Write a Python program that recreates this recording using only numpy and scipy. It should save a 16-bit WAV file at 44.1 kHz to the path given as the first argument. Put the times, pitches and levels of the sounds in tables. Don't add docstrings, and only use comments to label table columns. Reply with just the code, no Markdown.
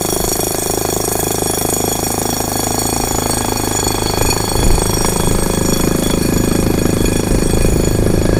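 import sys
import numpy as np
from scipy import signal
from scipy.fft import rfft, irfft, next_fast_len
from scipy.io import wavfile

SR = 44100
rng = np.random.default_rng(int(sys.argv[2]) if len(sys.argv) > 2 else 0)


def store_pcm(level_fs):
    pcm = np.round(np.clip(level_fs, -1, 1) * 32767).astype(np.int16)
    wavfile.write(sys.argv[1], SR, np.atleast_2d(pcm).T)


N = 369999


def piston_strokes(jitter_s=0.00021, start_phase=.7443):
    # time_s, strokes_per_s
    speed = [(0.0, 26.08), (1.2, 26.4), (1.4, 26.05), (2.4, 26.85), (2.5, 25.98), (2.9, 27.54),
             (3.8, 25.83), (4.6, 26.59), (4.8, 26.24), (5.6, 26.72), (7.0, 26.37), (7.6, 26.63),
             (8.39, 26.11)]
    cycles = start_phase + np.cumsum(curves(speed)[0]) / SR
    times = np.interp(np.arange(1, int(cycles[-1]) + 1), cycles, np.arange(N) / SR)
    return times + jitter_s * rng.standard_normal(len(times))


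def exhaust(times, shade, mid_swell, echo=0.42, boom_lag_s=0.004124, return_s=.0192):
    # time_s, bark_db, ring_db, boom_db, hum_db
    faders = [(0, -25, -21.5, -29, -36), (1.85, -25, -22, -29, -26.5), (2.2, -23.5, -26.5, -28, -25.5),
              (3.5, -25, -27, -35, -24.5), (4.2, -24.5, -23.5, -30, -28), (5.0, -27.5, -24.5, -23.5, -41),
              (5.7, -28.5, -23.5, -18.5, -22), (6.3, -35.5, -24, -17.5, -18.5),
              (7.1, -41.5, -21.5, -20, -20.5), (8.3, -26.5, -16, -21.5, -27)]
    # time_s, echo_lag_ms, bark_hz, ring_hz
    colour = [(0, 2.96, 715, 366), (1.7, 2.68, 710, 414), (2.6, 2.64, 735, 422), (3.5, 2.53, 860, 420),
              (5.2, 2.21, 930, 382), (6.0, 2.33, 1120, 412), (7, 1.75, 630, 413), (8.39, 1.9, 580, 359)]
    # pitch_hz, width_hz, gain_db
    thump_modes = [(51, 35, -4.5), (93, 41, 5)]
    hum_modes = [(241.7, 37, 6), (293, 26, -5.5)]
    boom_modes = [(180, 20.6, 2), (203.5, 67, -4), (306, 12, -3.5), (534.4, 13, 2.5)]
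    # frequency_hz, density_db
    roar_spectrum = [(60, -26), (150, 3.5), (400, 7.5), (800, 3.5), (1300, -2), (1850, -6.5), (2250, -4.5),
                     (2900, -15), (5000, -9)]
    bark_db, ring_db, boom_db, hum_db = curves(faders)
    echo_lag_ms, bark_hz, ring_hz = curves(colour)
    sizes = scatter(times, spread_db=.9)
    echo_lag_s = np.interp(times, np.arange(N) / SR, echo_lag_ms) / 1000
    puffs, strengths = np.r_[times, times + echo_lag_s], np.r_[sizes, echo * sizes]
    bark = -soften(pings(puffs, strengths, bark_hz, width_hz=370, rise_s=0.0016), hz=1600)
    ring = pings(puffs, strengths, ring_hz, width_hz=98, rise_s=0.0012)
    first_puff = clicks(times, sizes)
    second_puff = .5 * clicks(times + return_s, sizes)
    thump = -soften(modes(first_puff + second_puff, thump_modes), hz=410)
    hum = -soften(modes(first_puff, hum_modes), hz=560)
    boom = soften(modes(clicks(times + boom_lag_s, sizes), boom_modes), hz=340)
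    jet = noise(roar_spectrum) * (0.57 + bursts(times, scatter(times, spread_db=3.3), rise_s=0.0025))
    tones = level(bark, bark_db) + level(ring, ring_db) + level(boom, boom_db) + level(hum, hum_db)
    return tones + level(thump, db=-26.5 + 11 * shade) + level(jet, db=-26.5 + shade + 2.5 * mid_swell)


def rod(times, shade, mid_swell, strike_lag_s=0.009, chatter=0.54, split_hz=20, damping=0.6):
    # pitch_hz, width_hz (before the damping factor), gain_db
    bending_modes = [(1672, 45, -9), (2452, 45, -8), (3368, 40, -3.5), (4432, 38, -2.5), (5628, 38, -.5),
                     (6750, 34, -8), (6928, 36, 2), (8322, 38, .5), (9778, 38, -1.5), (11335, 38, -3.5),
                     (12965, 50, -5), (14705, 38, -5)]
    # frequency_hz, gain_db
    shadow = [(1700, 6.5), (2450, 4.5), (3400, -3.5), (4400, 0), (5600, -15.5), (8300, -9), (11300, -13),
              (14700, -18)]
    # lowest_db, low_db, middle_db, high_db
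    band_db = (-32.5, -33, -28, -27.5)
    lift_db = (1, 4.5, 2.5, -0.5)
    band_edges_hz = [3000, 5000, 9000]
    strikes = times + strike_lag_s + .002 * rng.standard_normal(len(times))
    blows = bursts(strikes, scatter(strikes, spread_db=3.5), rise_s=0.0021)
    contact = (chatter + blows) * rng.standard_normal((2, N))
    steel = 0
    for hz, width, db in bending_modes:
        ring = resonate(contact[0], hz - split_hz, damping * width)
        ring += resonate(contact[1], hz + split_hz, damping * width)
        grip = wander(spread_db=3.0, count=110)
        band = np.searchsorted(band_edges_hz, hz)
        open_db = db + band_db[band] + lift_db[band] * mid_swell
        shade_db = shade * np.interp(hz, *np.transpose(shadow))
        steel += level(ring * grip, open_db + shade_db)
    return steel


def air(times, shade, flush_lag_s=0.0098, surge_db=5):
    # frequency_hz, density_db
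    hiss_spectrum = [(2900, -47), (3600, 8), (4000, -16), (5000, -3.5), (6400, 10.5), (7500, 7), (9000, 3),
                     (11000, -20.5), (15500, 4)]
    sizzle_spectrum = [(5000, -46), (8000, 19.5), (10000, 23), (12200, 14), (15500, 10)]
    sizes = scatter(times, spread_db=1.5)
    spit = bursts(times + 0.00024, sizes, rise_s=0.00077)
    flush = bursts(times + flush_lag_s, sizes, rise_s=0.003)
    hiss = noise(hiss_spectrum) * (0.061 + .8 * spit + 0.56 * flush)
    sizzle = noise(sizzle_spectrum) * (2.2 + .4 * spit + .5 * flush)
    surge = amp(surge_db * swell(peak_s=7.05, length_s=.28))
    return surge * (level(hiss, db=-25.5 - 18 * shade) + level(sizzle, db=-31 - 13.5 * shade))


def wind(low_cut_hz=19):
    # frequency_hz, density_db
    buffet_spectrum = [(20, 9), (28, -2), (50, -4.5), (90, -8.5), (180, -16), (500, -27)]
    # time_s, level_db
    breeze_fader = [(0, -34), (2.4, -38.5), (4.5, -21.5), (6.1, -21.5), (8.39, -17)]
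    # peak_s, length_s, level_db
    gust_cues = [(.27, .35, -26), (3.03, .2, -29), (4.26, .25, -19), (4.68, .32, -12), (5.33, .3, -21),
                 (6.34, .25, -21), (6.67, .15, -19), (7.06, .15, -20), (7.33, .22, -15), (7.73, .2, -19),
                 (8.07, .35, -19)]
    low_cut = signal.butter(4, low_cut_hz, "high", fs=SR, output="sos")
    rumble = signal.sosfilt(low_cut, noise(buffet_spectrum))
    breeze = amp(curves(breeze_fader)[0]) * wander(spread_db=2.5, count=60)
    gusts = sum(amp(db) * swell(peak_s, length_s) for peak_s, length_s, db in gust_cues)
    return level(rumble, db=0) * (breeze + gusts)


def amp(db):
    return np.exp(np.asarray(db) * np.log(10) / 20)


def curves(table):
    time_s, *columns = np.transpose(table)
    return [np.interp(np.arange(N) / SR, time_s, column) for column in columns]


def level(x, db):
    return x * amp(db) / np.sqrt(np.mean(x ** 2))


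def resonate(x, hz, width_hz):
    return signal.lfilter(*signal.iirpeak(hz, hz / width_hz, fs=SR), x + 1e-18)


def modes(x, table):
    return sum(amp(db) * resonate(x, hz, width_hz) for hz, width_hz, db in table)


def soften(x, hz):
    return signal.lfilter(*signal.butter(2, hz, fs=SR), x + 1e-18)


def noise(spectrum):
    hz, db = np.transpose(spectrum)
    size = next_fast_len(N, real=True)
    log_hz = np.log(np.fft.rfftfreq(size, 1 / SR) + 1)
    outside = np.abs(log_hz - np.clip(log_hz, np.log(hz[0]), np.log(hz[-1])))
    gain = amp(np.interp(log_hz, np.log(hz), db) - 20 * outside)
    white = rfft(rng.standard_normal(size))
    return level(irfft(white * gain, size)[:N], db=0)


def clicks(times, sizes):
    at = np.round(times * SR).astype(int)
    inside = (at >= 0) & (at < N)
    return np.bincount(at[inside], sizes[inside], N)


def bursts(times, sizes, rise_s):
    pole = np.exp(-1 / (rise_s * SR))
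    return signal.lfilter([0, np.e / (rise_s * SR)], [1, -2 * pole, pole * pole], clicks(times, sizes))


def pings(times, sizes, hz, width_hz, rise_s, samples=1300):
    t = np.arange(samples) / SR
    pitch = np.interp(times, np.arange(N) / SR, hz)[:, None]
    envelope = (1 - np.exp(-t / rise_s)) * np.exp(-np.pi * width_hz * t)
    waves = sizes[:, None] * np.sin(2 * np.pi * pitch * t) * envelope
    at = np.round(np.abs(times) * SR).astype(int)[:, None] + np.arange(samples)
    return np.bincount(at.ravel(), waves.ravel(), N)[:N]


def scatter(times, spread_db):
    return amp(spread_db * rng.standard_normal(len(times)))


def swell(peak_s, length_s):
    return np.cos(np.pi * np.clip((np.arange(N) / SR - peak_s) / length_s, -.5, .5)) ** 2


def wander(spread_db, count):
    return np.interp(np.arange(N), np.linspace(0, N, count), amp(spread_db * rng.standard_normal(count)))


def scene():
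    # time_s, shade (0 open, 1 full)
    shading = [(0, 0.03), (2.3, 0.16), (3.1, 0.29), (4.2, 0.41), (5.8, 0.37), (6.7, 0.67), (7.7, 0.64),
               (8.39, 1)]
    shade = curves(shading)[0]
    mid_swell = swell(peak_s=4.37, length_s=6.9)
    times = piston_strokes()
    mono = exhaust(times, shade, mid_swell) + rod(times, shade, mid_swell) + air(times, shade) + wind()
    return np.array([mono, mono])


def record(dry, ceiling=0.78, top_hz=15450):
    rounded = dry / (1 + (dry / ceiling) ** 6) ** (1 / 6)
    return signal.sosfilt(signal.ellip(10, .2, 80, top_hz, fs=SR, output="sos"), rounded)


dry = scene()
out = record(dry)
store_pcm(out)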